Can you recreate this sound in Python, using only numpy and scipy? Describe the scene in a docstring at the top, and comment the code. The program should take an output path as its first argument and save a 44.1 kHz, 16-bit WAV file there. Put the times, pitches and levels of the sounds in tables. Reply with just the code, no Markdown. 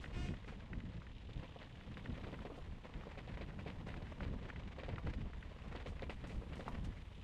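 """On a stony dirt track, a rolling bicycle is heard from the rider's seat.
The tyres crunch over grit and thud on stones, spraying gravel; loose parts tick against the frame.
The chain whirrs thinly, the freewheel's pawls buzz briefly, and grass brushes the wheels where the
track narrows. Wind buffets the microphone all the way, a low rumble with a flutter on top."""
import sys
import numpy as np
from scipy import signal
from scipy.fft import rfft, irfft
from scipy.io import wavfile
from scipy.ndimage import uniform_filter1d

SR = 44100
rng = np.random.default_rng(int(sys.argv[2]) if len(sys.argv) > 2 else 0)


def generate_wav(sig):
    """Save sig (samples, or channels by samples) to the path in sys.argv[1] as 16-bit PCM at SR."""
    pcm = np.round(np.clip(np.atleast_2d(sig).T, -1, 1) * 32767).astype(np.int16)
    wavfile.write(sys.argv[1], SR, pcm)


N = 319195
TIME = np.arange(N) / SR

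# tyre crunch, louder on stony ground and softer on grass (time [s], level [dB])
CRUNCH_FADER = [(0, -65), (0.25, -67), (0.85, -68), (1.15, -72.5), (1.43, -66.5), (1.82, -70), (2.22, -64),
                (2.55, -66), (2.78, -68.5), (2.97, -66), (3.55, -66.5), (4.22, -66), (4.9, -66.5),
                (5.3, -67.5), (5.78, -64.5), (6.15, -68.5), (6.75, -65), (7.02, -69)]
# hits on large stones (time [s], thud level [dB], spray level [dB], length [s])
BIG_STONES = [(0.476, -59, -53.5, 0.028), (0.524, -52.5, -61.5, 0.021), (1.434, -50, -60.5, 0.021),
              (1.56, -47.5, -71, 0.011), (1.617, -51.5, -56, 0.023), (2.128, -60, -70, 0.033),
              (2.233, -54, -54, 0.02), (2.268, -49, -60, 0.024), (2.326, -50, -58.5, 0.025),
              (2.451, -44, -56.5, 0.025), (2.5, -47.5, -72, 0.06), (2.578, -50, -80, 0.033),
              (3.069, -47.5, -68, 0.017), (3.174, -49.5, -53.5, 0.03), (3.275, -51, -57.5, 0.019),
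              (3.338, -60, -56.5, 0.016), (3.372, -51.5, -66, 0.022), (3.409, -48, -53.5, 0.028),
              (3.589, -52, -61, 0.037), (3.661, -45, -53, 0.045), (3.883, -50, -55, 0.048),
              (3.968, -61, -62, 0.024), (4.018, -50, -59.5, 0.017), (4.2, -52, -59, 0.012),
              (4.221, -49.5, -55, 0.037), (4.424, -54, -60.5, 0.049), (4.783, -47, -55.5, 0.031),
              (4.833, -46.5, -54, 0.03), (4.883, -45.5, -54, 0.022), (5.064, -47, -58, 0.028),
              (5.133, -53, -56.5, 0.017), (5.724, -53, -74, 0.014), (5.749, -44.5, -51, 0.031),
              (5.801, -51, -59.5, 0.025), (5.859, -48.5, -54, 0.032), (5.921, -52, -68, 0.018),
              (6.022, -41.5, -50.5, 0.02), (6.095, -44, -49, 0.023), (6.239, -47.5, -54, 0.023),
              (6.304, -51, -57, 0.025), (6.526, -63, -55, 0.027), (6.594, -45.5, -53.5, 0.023),
              (6.66, -52, -63, 0.024)]
# stones and loose parts on the frame (time [s], level [dB], pitch [Hz], relative frame ring [dB])
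FRAME_KNOCKS = [(0.041, -38.5, 1560, -14.5), (0.058, -43.5, 2020, -14), (0.286, -39, 2110, -18),
                (0.339, -47, 1860, -13), (0.444, -49.5, 1900, -14), (0.731, -40.5, 1550, -13.5),
                (0.803, -43.5, 2020, -19), (1.019, -43.5, 1280, -35), (1.067, -45, 1980, -16),
                (1.433, -47, 1410, -26), (1.616, -43.5, 1700, -22), (1.811, -43.5, 1800, -24),
                (1.971, -36, 1710, -37), (2.057, -46.5, 1570, -6.5), (2.104, -48, 1510, -24),
                (2.155, -48.5, 2090, -15), (2.341, -43, 1700, -15), (2.389, -45, 1320, -23),
                (2.939, -42.5, 2440, -29), (3.011, -45, 1900, -29), (3.036, -44, 1090, -30),
                (3.155, -49, 1400, -29), (3.194, -49, 1900, -24), (3.373, -38.5, 1780, -25),
                (3.503, -51, 1960, -10), (3.59, -44, 1500, -24), (3.701, -41, 1720, -23.5),
                (3.889, -42, 1860, -19), (3.941, -36.5, 1560, -33), (4.068, -45, 2380, -19),
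                (4.206, -33.5, 1350, -29), (4.232, -38, 1980, -27), (4.5, -38, 1510, -13.5),
                (4.56, -41.5, 1960, -18), (4.8, -43, 2300, -28), (4.834, -43, 1420, -22),
                (4.931, -47.5, 1900, -21), (4.959, -41.5, 2500, -16), (4.982, -34, 1240, -25),
                (5.071, -35, 1610, -26), (5.137, -40, 1850, -23), (5.333, -42.5, 1500, -21),
                (5.426, -46, 1540, -11), (5.751, -47, 1200, -18), (5.871, -44, 1160, -22),
                (5.994, -41.5, 2260, -18.5), (6.029, -48, 1600, -11), (6.103, -51, 1690, -22),
                (6.524, -46, 970, -25), (6.68, -29, 980, -41), (6.752, -40, 2080, -36)]
# bright cracks of grit and dry stalks (time [s], level [dB])
SNAP_CUES = [(0.49, -69), (1.334, -66), (3.884, -63), (5.068, -65), (5.137, -63), (5.681, -61.5),
             (6.273, -56), (6.556, -56), (6.679, -62)]
# the rider stops pedalling (time [s], length [s], click rate [1/s], level [dB])
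FREEWHEEL_CUES = [(0.113, 0.16, 357, -55.5), (0.44, 0.046, 410, -61)]
# grass against the wheels (time [s], length [s], level [dB])
GRASS_CUES = [(0.0, 0.11, -66.5), (2.56, 0.05, -71), (3.872, 0.044, -69), (5.868, 0.061, -66),
              (6.094, 0.064, -67), (6.262, 0.15, -67), (6.545, 0.14, -68), (6.838, 0.039, -61)]
# whirr of the chain (time [s], level [dB])
CHAIN_FADER = [(0.0, -70.5), (0.8, -76.5), (1.15, -69), (2.1, -69.5), (2.7, -74.5), (6.9, -74.5),
               (7.24, -69)]
# faint, airy high hiss (time [s], level [dB])
HIGH_HISS_FADER = [(0, -90), (1, -96), (2.4, -86.5), (2.8, -91.5), (4.1, -88.5), (4.6, -95.5), (5.3, -93),
                   (6.6, -85.5), (7.24, -88.5)]
# bed of moving air (time [s], large eddies [dB], small eddies [dB])
WIND_FADER = [(0, -50, -56.5), (0.6, -54.5, -57), (1.15, -57, -60.5), (1.75, -58.5, -57), (2.05, -52, -51),
              (2.85, -56.5, -63), (3.45, -55, -52), (4.75, -51.5, -55), (5.5, -50, -58.5),
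              (6.5, -52.5, -54), (7.24, -54.5, -59)]
# gusts over that bed (time [s], length [s], large eddies [dB], small eddies [dB])
GUST_CUES = [(0.146, 0.13, -44.5, -45.5), (0.275, 0.049, -52, -42), (0.46, 0.047, -48.5, -51.5),
             (0.69, 0.1, -47.5, -47.5), (0.82, 0.085, -54, -48), (0.935, 0.059, -52, -48),
             (1.075, 0.13, -53, -63), (1.238, 0.062, -50, -57.5), (1.348, 0.048, -47.5, -45.5),
             (2.084, 0.05, -46, -53), (2.382, 0.035, -48, -49.5), (2.664, 0.072, -47.5, -54),
             (2.94, 0.068, -48, -51.5), (3.086, 0.036, -54, -66), (3.315, 0.04, -46.5, -56),
             (3.747, 0.04, -49, -61), (3.946, 0.028, -46, -53), (4.192, 0.18, -46.5, -47),
             (4.428, 0.046, -58, -50.5), (4.558, 0.026, -46, -47), (4.874, 0.099, -46, -49.5),
             (5.03, 0.079, -45, -45), (5.147, 0.12, -45.5, -47), (5.344, 0.03, -49, -71),
             (5.724, 0.064, -51, -69), (5.875, 0.05, -53, -56), (6.334, 0.049, -41, -48),
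             (6.486, 0.046, -47, -52.5), (6.714, 0.19, -45.5, -50.5)]

# resonances of the bicycle's parts (pitch [Hz], relative level [dB], 60 dB decay time [s])
TYRE_MODES = [(473, 5, 0.026), (551, 5, 0.031), (724, -1.5, 0.056)]
FITTING_MODES = [(1030, -3, 0.079), (1970, 2, 0.046), (2337, 2, 0.076), (2550, -2, 0.067)]
FRAME_MODES = [(1556, 6, 0.021), (1854, 13, 0.018), (2560, 7.5, 0.014)]
RIM_MODES = [(687, 7, 0.11), (981, 5.5, 0.28), (1159, 6.5, 0.11)]
SPROCKET_MODES = [(4830, 1.5, 0.041), (5890, 0, .035), (6910, 9, 0.011), (9180, 0, 0.011)]

# tone of each layer (frequency [Hz], relative level [dB])
CASING_EQ = [(100, -10), (250, 5.5), (360, -1.5), (470, 4), (600, -0.5), (830, -7), (1020, -5),
             (1300, -9.5), (2200, -28.5), (6000, -50)]  # low-mid body of the tyre
GRIT_EQ = [(300, -6.5), (800, 2.5), (1300, 0), (1900, 4), (3000, -4), (3800, -9), (5000, -17), (6000, -21),
           (9000, -28.5), (10400, -53)]  # midrange crunch
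DUST_EQ = [(200, 0), (1000, 7.5), (1500, -9), (3100, -4.5), (4000, -6), (5500, -12), (7200, -16),
           (9300, -30), (12000, -47)]  # soft hiss
SPRAY_EQ = [(300, -2), (800, 2), (1300, 4.5), (2000, 4.5), (2700, -0.5), (3800, -5.5), (4800, -9.5),
            (5600, -24.5), (9000, -26.5), (10200, -49.5)]  # flying gravel
HUB_EQ = [(300, 10), (1050, 1), (1420, 3), (2100, 3), (2500, 5), (2900, 4.5), (3400, -3), (5000, -5.5),
          (8500, -15.5), (10500, -29), (14000, -38)]  # metallic buzz
STALK_EQ = [(800, 0), (2500, -4), (5000, -7), (8500, -12.5), (10500, -22), (13000, -30), (15000, -60)]  # dry, bright rustle
CHAIN_EQ = [(1500, -35.5), (2500, -6.5), (3000, -3), (3300, -6), (3650, -6), (4300, -16), (7000, -33),
            (12000, -72)]  # thin whirr
HIGH_HISS_EQ = [(4000, -9.5), (9200, 0), (9900, -7), (13500, -12), (15000, -19)]  # airy top end
LARGE_EDDY_EQ = [(12, -16.5), (25, -1.5), (45, 0), (75, -2.5), (110, -11.5), (170, -23.5), (280, -36.5),
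                 (450, -44.5), (1000, -52), (3000, -86.5)]  # sub rumble
SMALL_EDDY_EQ = [(30, -14), (70, 2), (125, 2.5), (190, 1), (280, -9), (400, -17), (600, -22.5),
                 (1000, -36.5), (3000, -83)]  # bassy flutter
SWIRL_EQ = [(110, -12.5), (240, -1.5), (420, -7.5), (2500, -90)]  # hollow note of hard gusts


def tyre_crunch():
    """Grit cracks in clumps under the tyres and shakes their casings, over a smooth hiss of dust."""
    crunch_db, = curves(CRUNCH_FADER)
    stony_db = crunch_db - crunch_db.mean()
    clumps = wander(rate_hz=38)
    coarse = grains(per_s=900, spread_db=3.5)
    casing_db = -64.5 + 1.8 * stony_db + 2.5 * clumps + 3.57 * wander(rate_hz=31)
    casing = colour(coarse, CASING_EQ) * amp(casing_db)
    fine = grains(per_s=3000, spread_db=1.5)
    grit = colour(unit(fine + 0.31 * coarse), GRIT_EQ) * amp(crunch_db + 3.43 * clumps)
    dust = noise(DUST_EQ) * amp(-71.5 + 0.28 * stony_db + 0.71 * clumps)
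    return casing + grit + dust


def stone_jolts(small_per_s=1.5, pieces=4, shudder_db=-5, clack_db=13, rattle_db=-11):
    """A stone rings the tyre and squirts gravel aside; larger pieces clack and the fittings rattle."""
    t = np.arange(SR // 6) / SR
    crackle = grains(per_s=1700, spread_db=3)
    crunch_db, = curves(CRUNCH_FADER)
    # small stones come by chance, their levels riding on the crunch
    places = (N * rng.random(int(small_per_s * N / SR))).astype(int)
    small_stones = [(at / SR, crunch_db[at] + 1, crunch_db[at] + 5.5, 0.01) for at in places]
    stones = list(BIG_STONES) + small_stones
    chances = rng.random((len(stones), pieces + 1, 2))
    attack = 1 - np.exp(-t / 0.0012)
    hits, shudder, spray = np.zeros((3, N))
    for (s, thud_db, spray_db, length), chance in zip(stones, chances):
        tuning = 1 + 0.07 * (2 * chance[0, 0] - 1)
        add(hits, s, amp(thud_db) * attack * ring(TYRE_MODES, t, tuning))
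        contact = attack * np.exp(-(t / length) ** 2)
        add(shudder, s, amp(thud_db + shudder_db) * contact)
        add(spray, s, amp(spray_db - 2.5) * contact)
        for lag, pitch in chance[1:]:
            add(hits, s + lag * length, amp(spray_db + clack_db - 3.9 * lag) * clack(1300 * 3 ** pitch))
    gravel = spray * crackle
    metal = ring(FITTING_MODES, t)
    rattle = amp(rattle_db) * signal.oaconvolve(gravel, metal / np.linalg.norm(metal))[:N]
    return hits + colour(shudder * crackle, CASING_EQ) + colour(gravel, SPRAY_EQ) + rattle


def frame_knocks():
    """A tick of about one cycle; the frame answers with a ring, deeper for dull blows, and chatters."""
    t = np.arange(SR // 16) / SR
    hits, chatter = np.zeros((2, N))
    detunes = 0.05 * rng.uniform(-0.67, 1, len(FRAME_KNOCKS))
    for (s, db, hz, ring_db), detune in zip(FRAME_KNOCKS, detunes):
        cycles = (t - 0.003) * hz  # the tick is centred 3 ms in
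        tick = np.sin(2 * np.pi * cycles) / np.cosh(np.minimum(abs(cycles) / 0.33, 50))
        add(hits, s - 0.0022, amp(db) * tick)
        tuning = min(hz / FRAME_MODES[0][0], 1) + detune
        frame = np.tanh(t / 0.0003) ** 2 * ring(FRAME_MODES, t, tuning)
        add(hits, s + 0.001647, amp(db + ring_db) * frame)
        # dull blows reach the rim best, and the shaking wheel roughens its ring
        rim_db = db - 32.5 - 8.1 * np.log2(hz / RIM_MODES[1][0])
        shake = 1 + unit(uniform_filter1d(rng.standard_normal(len(t)), size=130))
        add(hits, s + 0.00201, amp(rim_db) * np.tanh(t / 0.0026) * ring(RIM_MODES, t) * shake)
        add(chatter, s + 0.0015, amp(db - 22) * np.exp(-t / 0.0053))
    chatter *= rng.standard_normal(N)
    return hits + 1.77 * colour(chatter, GRIT_EQ) + 2.5 * colour(chatter, CASING_EQ)


def pebbles(per_s=90):
    """Pebbles pop from under the tread, each at its own pitch."""
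    crunch_db, = curves(CRUNCH_FADER)
    pops = np.zeros(N)
    for when, pitch, size in rng.random((int(per_s * N / SR), 3)):
        at = int(when * N)
        add(pops, at / SR, amp(crunch_db[at] + 17.5 * size ** 3) * clack(900 * 4 ** pitch))
    return pops


def clack(hz):
    """A small stone rings for a few cycles."""
    cycles = hz * np.arange(SR // 80) / SR
    return np.sin(2 * np.pi * cycles) * np.exp(-cycles / 1.43) * np.tanh(2 * cycles) ** 2


def snaps(decay_s=0.0041):
    """Bits of grit and dry stalk crack brightly."""
    t = np.arange(SR // 40) / SR
    bursts = np.zeros(N)
    for s, db in SNAP_CUES:
        add(bursts, s, amp(db) * np.exp(-t / decay_s))
    return colour(bursts * rng.standard_normal(N), STALK_EQ)


def freewheel(harmonics=36):
    """Pawls drop into the ratchet fast enough to sing; the hub smears their clicks into a raspy buzz."""
    buzz = np.zeros(N)
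    for s, length, rate, db in FREEWHEEL_CUES:
        span = (TIME > s) & (TIME < s + 0.4)
        teeth = (rate * TIME + 0.008 * wander(rate_hz=130) + 0.03 * wander(rate_hz=20))[span]
        # the shaking wheel keeps shifting which overtones ring out
        sway = unit(smooth(rng.standard_normal((harmonics, SR // 2)), size=900))[:, :len(teeth)]
        gains = amp(4 * np.tanh(sway))
        phases = rng.random(harmonics)
        tone = sum(gains[k] * np.cos(2 * np.pi * ((k + 1) * teeth + phases[k])) for k in range(harmonics))
        rasp = np.exp(-(teeth % 1) / 0.46) * rng.standard_normal(N)[span]
        envelope = amp(db) * swell(s, length, rise_s=0.065, fall_s=0.041)[span]
        buzz[span] += (0.82 * unit(tone) + 0.5 * unit(rasp)) * envelope
    return colour(buzz, HUB_EQ)


def grass():
    """Stalks whip past the spokes in quick, fading strokes."""
    strokes = np.zeros(N)
    for s, length, db in GRASS_CUES:
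        age = np.maximum(TIME - s, 0) * 4 / length  # the stroke peaks at age 1
        strokes += amp(db) * age * np.exp(1 - age)
    return colour(strokes * grains(per_s=7000, spread_db=4.5), STALK_EQ)


def chain(links_per_s=55, sheen_db=-90):
    """Links seat softly and unevenly on the sprockets in a thin whirr, and keep them faintly ringing."""
    level_db, = curves(CHAIN_FADER)
    pace = np.maximum(1 + 0.11 * wander(rate_hz=4) + 0.35 * wander(rate_hz=60), 0.1)
    links = np.cumsum(links_per_s * pace) / SR
    force = amp(3.5 * np.clip(rng.standard_normal(N), -2, 1.5))[links.astype(int)]  # one value a link
    pulses = 0.24 + force * np.exp(-(links % 1) / 0.17)
    seating = unit(pulses * rng.standard_normal(N))
    whirr = colour(seating * amp(level_db), CHAIN_EQ)
    sprocket = ring(SPROCKET_MODES, np.arange(SR // 8) / SR)
    sheen = unit(signal.oaconvolve(seating, sprocket)[:N])
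    return whirr + sheen * amp(sheen_db + 2.3 * wander(rate_hz=6.4))


def wind(swirl_db=-9.5, swirl_onset_db=-44):
    """Large eddies rumble on the microphone, small ones flutter; hard gusts break into a hollow swirl."""
    bed_large_db, bed_small_db = curves(WIND_FADER)
    large = amp(bed_large_db + 2 * wander(rate_hz=6.2))
    small = amp(bed_small_db + 3 * wander(rate_hz=22))
    for s, length, large_db, small_db in GUST_CUES:
        gust = swell(s, length, rise_s=0.019, fall_s=0.012)
        large = np.hypot(large, amp(large_db) * gust)
        small = np.hypot(small, amp(small_db) * gust)
    rumble = steady(noise(LARGE_EDDY_EQ), span_s=0.07)
    flutter = steady(noise(SMALL_EDDY_EQ), span_s=0.045)
    swirl = noise(SWIRL_EQ) * amp(swirl_db) * np.tanh((small / amp(swirl_onset_db)) ** 2)
    return rumble * large + (flutter + swirl) * small


def high_hiss():
    """A faint, airy high hiss slowly swells and fades."""
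    level_db, = curves(HIGH_HISS_FADER)
    return noise(HIGH_HISS_EQ) * amp(level_db)


def amp(db):
    """Decibels to gain."""
    return 10 ** (np.asarray(db) / 20)


def unit(x):
    """Scales to rms 1."""
    return x / np.sqrt(np.mean(x ** 2) + 1e-20)


def curves(rows):
    """Each level column of a fader table, sample by sample."""
    s, *columns = np.transpose(rows)
    return [np.interp(TIME, s, c) for c in columns]


def add(mix, s, sound):
    """Mixes a sound in at time s."""
    part = mix[max(round(s * SR), 0):][:len(sound)]
    part += sound[:len(part)]


def colour(x, eq, size=8192):
    """Minimum-phase EQ of unit energy, so clicks keep their sharp attacks."""
    hz, db = np.transpose(eq)
    log_bins = np.log(abs(np.fft.fftfreq(size, 1 / SR)) + 1)
    log_gain = np.log(amp(np.interp(log_bins, np.log(hz), db)))
    response = np.exp(np.conj(signal.hilbert(log_gain)))
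    taps = np.fft.ifft(response).real[:size // 2]
    return signal.oaconvolve(x, taps / np.linalg.norm(taps))[:N]


def noise(eq):
    """White noise through an EQ."""
    return colour(rng.standard_normal(N), eq)


def wander(rate_hz):
    """Random modulation of rms 1, rolled off above rate_hz."""
    hz = np.fft.rfftfreq(N, 1 / SR)
    return unit(irfft(rfft(rng.standard_normal(N)) / (1 + (hz / rate_hz) ** 4), N))


def grains(per_s, spread_db):
    """Random clicks, many small and a few large."""
    sizes = amp(spread_db * np.minimum(rng.exponential(1, N), 4))
    return unit(sizes * rng.choice([-1, 1], N) * (rng.random(N) < per_s / SR))


def smooth(x, size):
    """Two moving averages of size samples."""
    return uniform_filter1d(uniform_filter1d(x, size), size)


def steady(x, span_s):
    """Levels the slow swells out of a noise."""
    return x / np.sqrt(abs(smooth(x ** 2, int(span_s * SR))) + 1e-12)


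def ring(modes, t, tuning=1):
    """Dying sines of a struck body."""
    return sum(amp(db - 60 * t / t60) * np.sin(2 * np.pi * hz * tuning * t) for hz, db, t60 in modes)


def swell(s, length, rise_s, fall_s):
    """Envelope that rises from time s and is released at s + length."""
    return np.clip((TIME - s) / rise_s, 0, 1) * np.exp(-np.maximum(TIME - s - length, 0) / fall_s)


def scene():
    """A mono mix, everything close and dry in the open air."""
    bed = wind() + tyre_crunch() + high_hiss()
    impacts = pebbles() + stone_jolts() + frame_knocks() + snaps()
    return (bed + impacts + freewheel() + chain() + grass())[None]


def record(dry):
    """A steep high cut at 14.6 kHz."""
    high_cut = signal.firwin(511, 14600, window=("kaiser", 9), fs=SR)
    return signal.oaconvolve(dry, high_cut[None], "same")


dry = scene()
out = record(dry)
generate_wav(out)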